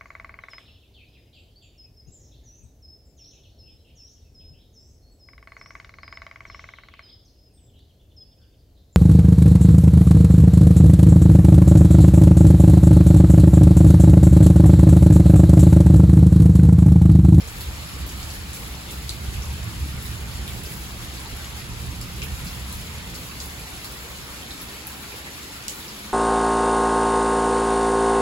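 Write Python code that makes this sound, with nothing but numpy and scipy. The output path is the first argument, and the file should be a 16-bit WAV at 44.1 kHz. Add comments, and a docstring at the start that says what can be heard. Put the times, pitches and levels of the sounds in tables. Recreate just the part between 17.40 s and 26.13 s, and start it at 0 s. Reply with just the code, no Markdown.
"""Far thunder is rolling as we begin: three swells, then a fade, behind heavy rain on trees and a lawn.
Heard from a porch: filtered noise makes the boom and the wash, small drops patter on leaves, bubbles plink.
Fat drops from the eaves smack the wet railing close by: short pushes into resonances, with porch echo and spray.
A thin whine runs throughout and a faint moan joins near the end. Two closely spaced ports pick up the rain."""
import sys
import numpy as np
from scipy import signal
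from scipy.fft import rfft, irfft
from scipy.io import wavfile
from scipy.ndimage import uniform_filter1d

SR = 44100
rng = np.random.default_rng(int(sys.argv[2]) if len(sys.argv) > 2 else 0)


def output_pcm(signal):
    """Save a mono or channel-first signal as 16-bit PCM at the path in sys.argv[1].

    Samples are clipped to [-1, 1] before scaling.
    """
    pcm = np.clip(np.atleast_2d(signal).T, -1, 1) * 32767
    wavfile.write(sys.argv[1], SR, np.round(pcm).astype(np.int16))


N = 384993

# centre pitches of the thunder's boom, growl and rattle: [f/Hz]
REGISTER_CENTRES = [65, 122, 180]


def amp(db):
    """Decibels to a linear gain."""
    return 10 ** (np.asarray(db) / 20)


def evened(x):
    """Scales x to an rms of one."""
    return x / np.sqrt(np.mean(x ** 2) + 1e-20)


def unit_energy(x):
    """Scales each channel to an energy of one."""
    return x / np.linalg.norm(x, axis=-1, keepdims=True)


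def read(points, hz):
    """A table's value at each frequency, on a log axis."""
    f, value = np.transpose(points)
    return np.interp(np.log(hz + 1), np.log(f + 1), value)


def bins(size):
    """The frequencies, in Hz, of a spectrum of this many samples."""
    return np.fft.rfftfreq(size, 1 / SR)


def colour(x, db):
    """Filters x by a gain in dB for each of its frequency bins."""
    return irfft(rfft(x) * amp(db), x.shape[-1])


def ring(x, hz, q):
    """A single resonance; the higher q, the narrower."""
    return signal.lfilter(*signal.iirpeak(min(hz, SR / 3), max(q, 1), fs=SR), x)


def add(mix, s, sound):
    """Lays a sound into the mix at s seconds, cut at the end."""
    part = mix[:, max(round(s * SR), 0):][:, :sound.shape[1]]
    part += sound[:, :part.shape[1]]


def drifting(shape, frames):
    """Noise smoothed over this many frames, at an rms of one."""
    return evened(uniform_filter1d(rng.standard_normal(shape), size=frames, axis=0))


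def swell(t, full_s, hold_s, fade_db_per_s, rise_s=0.58):
    """The gain of one roll: it swells, holds, then dies away among the hills."""
    rise = np.clip(1 + (t - full_s) / rise_s, 0, 1)
    return rise * amp(-fade_db_per_s * np.maximum(t - full_s - hold_s, 0))


def surges(t, centre_hz, thump_s=0.028, thump_octaves=0.46, lull_s=0.044):
    """The gain by which thumps lift one register of the thunder, most near their pitch, and lulls sink the boom."""
    # single surges that stand out of a roll: [t/s, lift at its own pitch/dB, f/Hz]
    thumps = [(0.29, 5, 65), (0.65, 7, 65), (0.80, -1, 65), (1.04, 0, 65), (1.62, 5, 65), (1.88, 4.5, 75),
              (1.97, 8, 65), (2.10, 5.5, 65), (2.27, 5, 120), (2.43, 9, 65), (2.55, 2.5, 160),
              (2.73, 2.5, 125), (2.85, 2, 65), (3.01, 4, 65), (3.16, 6, 150), (3.31, 2, 175),
              (3.411, 1.5, 64), (3.63, 10, 88), (3.94, 8, 65), (4.31, 11.5, 122), (4.47, 20, 94),
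              (4.57, 1, 122), (4.67, 2.5, 175), (4.85, 5, 120), (4.93, 9.5, 65), (5.07, 6.5, 175),
              (5.219, 7, 65), (5.37, 9, 65), (5.64, 4.5, 65), (6.06, 7.5, 65)]
    # lulls of the boom between surges: [t/s, change/dB]
    lulls = [(0.15, -3), (0.46, -7), (1.15, -7), (1.44, -4.5), (2.33, -3), (2.64, -2.5), (3.33, -8),
             (4.25, -7), (5.89, -6)]
    gain_db = 0
    for s, db, hz in thumps:
        octaves_off = np.log2(hz / centre_hz)
        gain_db = gain_db + db * np.exp(-((t - s) / thump_s) ** 2 - (octaves_off / thump_octaves) ** 2)
    if centre_hz == REGISTER_CENTRES[0]:
        for s, db in lulls:
            gain_db = gain_db + db * np.exp(-((t - s) / lull_s) ** 2)
    return amp(gain_db)


def thunder(growl_hz=98, rattle_hz=153, apart=0.14, low_cut_hz=39.7, steady_s=0.17):
    """Arrivals from all along a far lightning channel merge into a boom; nearer stretches growl and rattle higher."""
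    # thunder dulled by distance, coloured by ground and walls: [f/Hz, relative level per Hz/dB]
    boom_colour = [(24, -13), (38, -8.5), (52, -11), (62, -0.5), (76, -5.5), (98, -16), (114, -3.5),
                   (134, -7), (156, -15), (173, -9), (188, -19), (202, -12), (235, -23.5), (290, -26.5),
                   (460, -64)]
    # the thunder lies to the right: [f/Hz, left minus right/dB]
    lean = [(70, -0.8), (120, -6), (250, -2)]
    # rolls: [full strength t/s, hold/s, boom level/dB, growl level/dB, rattle level/dB]
    rolls = [(0.15, 0.68, -34, -44.5, -47), (1.9, 0.74, -33, -39, -45), (4.35, 0.5, -35.5, -41.5, -44.5)]
    # boom, growl and rattle of every roll: [lag/s, extra hold/s, fade/dB per s, lingering rumble level/dB]
    registers = [(0.019, 0.15, 5.5, -49.5), (0.02, 0.01, 6.5, -54), (0.22, 0.55, 10.5, -54.5)]

    t, hz = np.arange(N) / SR, bins(N)
    mid, side = colour(rng.standard_normal((2, N)), read(boom_colour, hz))
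    ports = np.array([mid + apart * side, mid - apart * side])
    ports = colour(ports, read(lean, hz) * np.array([[.5], [-.5]]))
    # steep splits into the three registers
    boom = colour(ports, -20 * np.log10(1 + (hz / growl_hz) ** 20))
    below_rattle = colour(ports, -20 * np.log10(1 + (hz / rattle_hz) ** 20))
    bands = [boom, below_rattle - boom, ports - below_rattle]

    window = max(round(steady_s * SR), 1)  # flutter quicker than this is left to chance
    out = np.zeros((2, N))
    for k, band in enumerate(bands):
        lag_s, longer_s, fade, linger_db = registers[k]
        wanted = amp(linger_db) ** 2
        for s, hold_s, *dbs in rolls:
            wanted = wanted + (amp(dbs[k]) * swell(t - lag_s, s, hold_s + longer_s, fade)) ** 2
        power = uniform_filter1d(uniform_filter1d(band.mean(0) ** 2, size=window), size=3000)
        out += band * surges(t, REGISTER_CENTRES[k]) * np.sqrt(wanted / (power + 1e-20))
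    # the microphone rolls off the lowest octave
    return colour(out, -10 * np.log10(1 + (low_cut_hz / (hz + 1)) ** 8))


def wash(level_db=-38.2, patchy_db=2.0, swell_db=-0.26, flicker_db=1.5):
    """Countless far drops merge into a hiss in drifting patches; its treble flickers as clusters of drops land."""
    # far rain: [f/Hz, relative level per Hz/dB]
    rain_colour = [(40, -8), (130, 1), (210, 6), (290, 7.4), (400, 4.2), (600, .6), (1000, 1.2),
                   (1500, -.1), (2300, 1.6), (3000, -.3), (4400, -.9), (5500, -3.9), (7000, -5.5),
                   (8400, -5), (10000, -4.2), (12500, -7.3), (14500, -10.6), (16000, -12.5)]
    frames, hz = N // 256 + 6, bins(1024)
    shape = (2, frames, len(hz))
    z = rng.standard_normal(shape) + 1j * rng.standard_normal(shape)
    # patches spread over neighbouring frames and neighbouring pitches
    patches = uniform_filter1d(rng.standard_normal(shape[1:]), size=11, axis=0)
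    patches = evened(uniform_filter1d(patches, size=3, axis=1))
    slow = drifting((frames, 1), 60)
    flicker = drifting((frames, 1), 6) * np.minimum(hz / 9000, 1)
    z = z * amp(patchy_db * patches + swell_db * slow + flicker_db * flicker)
    hiss = signal.istft(z.transpose(0, 2, 1), nperseg=1024, noverlap=768)[1][:, :N]
    return amp(level_db) * evened(colour(hiss, read(rain_colour, bins(N))))


def whine(level_db=-62, hz=7250, width_hz=70):
    """A thin steady whine under the rain, perhaps an insect in the trees: noise through a narrow resonance."""
    return amp(level_db) * evened(ring(rng.standard_normal((2, N)), hz, hz / width_hz))


def smack(hz, echo_db, push_s, q, below=0.7, echo_t60=0.16, gap_s=0.0035):
    """One drop: a very short push into a resonance, then scattered reflections from the porch."""
    t = np.arange(SR // 6) / SR
    push, taps = rng.standard_normal((2, 2, len(t)))
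    push = push * np.exp(-t / push_s)
    sparse = rng.random(taps.shape) < .2
    taps = taps * sparse * amp(-60 * t / echo_t60) * np.clip(t / gap_s - .5, 0, 1)
    # so small a source radiates little below its pitch
    highpass = signal.butter(6, min(below * hz, SR / 3), "high", fs=SR, output="sos")
    paths = signal.sosfilt(highpass, [push, taps])
    direct, echo = unit_energy(ring(ring(paths, hz, q), hz, q))
    # the direct energy counts as if spread over about a millisecond and a half
    return (direct + amp(echo_db) * echo) * np.sqrt(SR * 0.0014)


def leaves(level_db=-49, drops_per_s=260, spread_db=2.5, low_hz=1800, high_hz=12000,
           echo_db=-2, push_s=0.0011, q=1.84, count=24):
    """Small drops patter on the leaves; each set of leaves has its own pitch and channel balance."""
    out = np.zeros((2, N))
    for hz in np.geomspace(low_hz, high_hz, count):
        size = amp(spread_db * np.minimum(rng.exponential(1, N), 3.5))
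        hits = size * (rng.random(N) < drops_per_s / count / SR)
        balance = amp(rng.uniform(-0.24, 6.2) * np.array([[1], [-1]]))
        out += signal.oaconvolve(hits[None], balance * smack(hz, echo_db, push_s, q), axes=1)[:, :N]
    return amp(level_db) * evened(out)


def puddles(level_db=-48.5, drips_per_s=330, spread_db=1.0, low_hz=1100, high_hz=5000,
            cycles=18, rise=0.0372, count=48):
    """Drips trap bubbles that ring for some cycles and rise slightly in pitch."""
    out, t = np.zeros((2, N)), np.arange(SR // 12) / SR
    for hz in np.geomspace(low_hz, high_hz, count):
        age = hz * t / cycles
        plink = np.sin(2 * np.pi * hz * t * (1 + rise * age / 2)) * np.exp(-age)
        size = amp(spread_db * np.minimum(rng.exponential(1, (2, N)), 3)) * np.sqrt(hz)
        # each channel takes half of the drips
        hits = size * (rng.random((2, N)) < drips_per_s / count / SR / 2)
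        out += signal.oaconvolve(hits, plink[None], axes=1)[:, :N]
    return amp(level_db) * evened(out)


def railing_echo(echo_db, level_db, near_db=-19.5, wetter=0.38):
    """Faint drops land further along the railing: more echo, in dB, for each dB below a drop by the microphone."""
    return echo_db + wetter * (near_db - level_db)


def spray(fall_s=0.2, rise_s=0.0014, droplets_per_s=3500, low_hz=7000):
    """The burst drop comes down again as a fading shower of tiny droplets."""
    t = np.arange(SR // 3) / SR
    droplets = rng.standard_normal((2, len(t))) * (rng.random(len(t)) < droplets_per_s / SR)
    fizz = signal.lfilter(*signal.butter(2, min(low_hz, SR / 3), "high", fs=SR), droplets)
    return evened(fizz) * np.exp(-t / fall_s) * (1 - np.exp(-t / rise_s))


def splashes(spray_db=1, echo_db=-3.5, push_s=0.0011, q=1.4):
    """Drops burst the film of water on the railing with a broad, crisp tick and throw up spray."""
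    # drops on the wet film: [t/s, level/dB, f/Hz, spray level before the spray_db lift/dB]
    bursts = [ (0.075, -37, 7040, -44), (0.209, -28, 12000, -50), (0.665, -30, 13500, -45),
              (0.690, -35, 6300, -48), (0.830, -36, 7400, -48), (0.903, -35, 7000, -52),
              (1.132, -30.5, 7600, -46), (1.141, -35, 9100, -41), (1.510, -33, 8800, -42),
              (1.693, -24, 8060, -52), (2.021, -39, 6800, -52), (2.625, -33, 13000, -50),
              (2.656, -33, 11500, -45), (3.078, -34, 10440, -41.5), (3.235, -33, 9500, -42),
              (3.322, -34, 10000, -42), (4.614, -31, 8400, -47), (4.819, -31, 5700, -47),
              (4.835, -29, 13000, -54), (5.045, -39, 11000, -44), (5.326, -32, 10500, -44),
              (5.745, -35, 7500, -41), (6.002, -27.5, 6300, -43), (6.058, -33, 10500, -54),
              (6.445, -35, 9100, -41), (6.700, -41, 12000, -49), (7.216, -30, 12000, -45),
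              (7.470, -26, 11500, -43), (8.120, -39, 6300, -54), (8.282, -20, 6640, -39),
              (8.296, -27, 7200, -45)]
    out = np.zeros((2, N))
    for s, db, hz, mist_db in bursts:
        add(out, s, amp(db) * smack(hz, railing_echo(echo_db, db), push_s, q))
        add(out, s, amp(mist_db + spray_db) * spray())
    return out


def patters(level_db=-41.5, spread_db=4.0, low_hz=1300, high_hz=5000, echo_db=4.5, push_s=0.0011, q=4.6, count=60):
    """Further off, drops from the eaves pat on the boards and the ground, just above the wash."""
    out = np.zeros((2, N))
    for when, pitch, size in rng.random((count, 3)):
        hz = low_hz * (high_hz / low_hz) ** pitch
        gain = amp(level_db + spread_db * (2 * size - 1.5))
        add(out, when * N / SR, gain * smack(hz, echo_db, push_s, q))
    return out


def knocks(echo_db=-2.0, push_s=0.00065, q=3.4, below=0.75, echo_t60=0.14):
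    """Fat drops strike the wood of the railing with a short knock of clear pitch."""
    # drops on the wood: [t/s, level/dB, f/Hz]
    strikes = [ (0.209, -35, 4200), (0.829, -37, 4700), (0.904, -34, 4500), (1.489, -34.5, 3330),
               (1.693, -21.5, 4180), (1.960, -38, 2660), (2.021, -35, 5700), (2.656, -36, 4000),
               (3.078, -31.5, 3370), (3.254, -36.5, 5100), (3.859, -38, 4300), (4.614, -33.5, 4900),
               (4.819, -27, 2540), (4.826, -29, 2720), (5.069, -33.5, 4600), (5.751, -34, 4530),
               (6.003, -31, 4400), (6.445, -34, 4370), (7.023, -36, 3100), (7.108, -30, 3960),
               (7.721, -36, 2460), (7.868, -32, 1920), (8.281, -33, 4100), (8.282, -34, 3000),
               (8.482, -34, 4900)]
    out = np.zeros((2, N))
    for s, db, hz in strikes:
        add(out, s, amp(db) * smack(hz, railing_echo(echo_db, db), push_s, q, below, echo_t60))
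    return out


def moan(start_s=8.4, swell_s=0.16, level_db=-50, hz=207, width_hz=22):
    """A faint hollow moan, noise through two resonances, swells under the rain as the thunder dies."""
    t = np.arange(N) / SR
    tone = ring(ring(rng.standard_normal(N), hz, hz / width_hz), hz, hz / width_hz)
    return amp(level_db) * evened(tone) * np.clip((t - start_s) / swell_s, 0, 1)


def port_pair(x):
    """Two ports share part of the sound, with a phase that turns with frequency from the gap between them."""
    # how alike the ports hear the rain, held to 0.98 at most: [f/Hz, left-right likeness/1]
    likeness = [(60, 0.79), (250, 0.85), (600, 0.51), (1000, 0.6), (1400, 0.16), (1900, 0.39),
                (3000, 0.023), (4600, 0.15), (6000, 0.24), (7000, 0.59), (9000, 1), (15000, 1)]
    # a steady turn in the treble: [f/Hz, phase by which the left port leads/rad]
    lead = [(50, 0), (900, .4), (1300, 0), (1600, -2.4), (2200, -2.1), (4500, 0), (5800, 3), (6800, 6.3),
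            (7400, 5.9), (8300, 3.8), (9700, 2.5), (11300, 0), (13000, -2.5), (14300, -3.8), (15600, -6.3)]
    hz = bins(N)
    left, other = rfft(x)
    same = np.clip(read(likeness, hz), 0, .98)
    right = (same * left + np.sqrt(1 - same ** 2) * other) * np.exp(-1j * read(lead, hz))
    return irfft(np.array([left, right]), N)


def scene():
    """Thunder from the right, the rain through the port pair, and the moan in the middle."""
    far_thunder = thunder()
    rain = wash() + whine() + leaves() + puddles() + patters() + knocks() + splashes()
    return far_thunder + port_pair(rain) + moan()


def record(dry, edge_hz=15850):
    """The recorder's band limit: a steep low-pass."""
    lowpass = signal.firwin(1023, edge_hz, window=("kaiser", 9), fs=SR)
    return signal.oaconvolve(dry, lowpass[None], "same", axes=1)


dry = scene()
out = record(dry)
output_pcm(out)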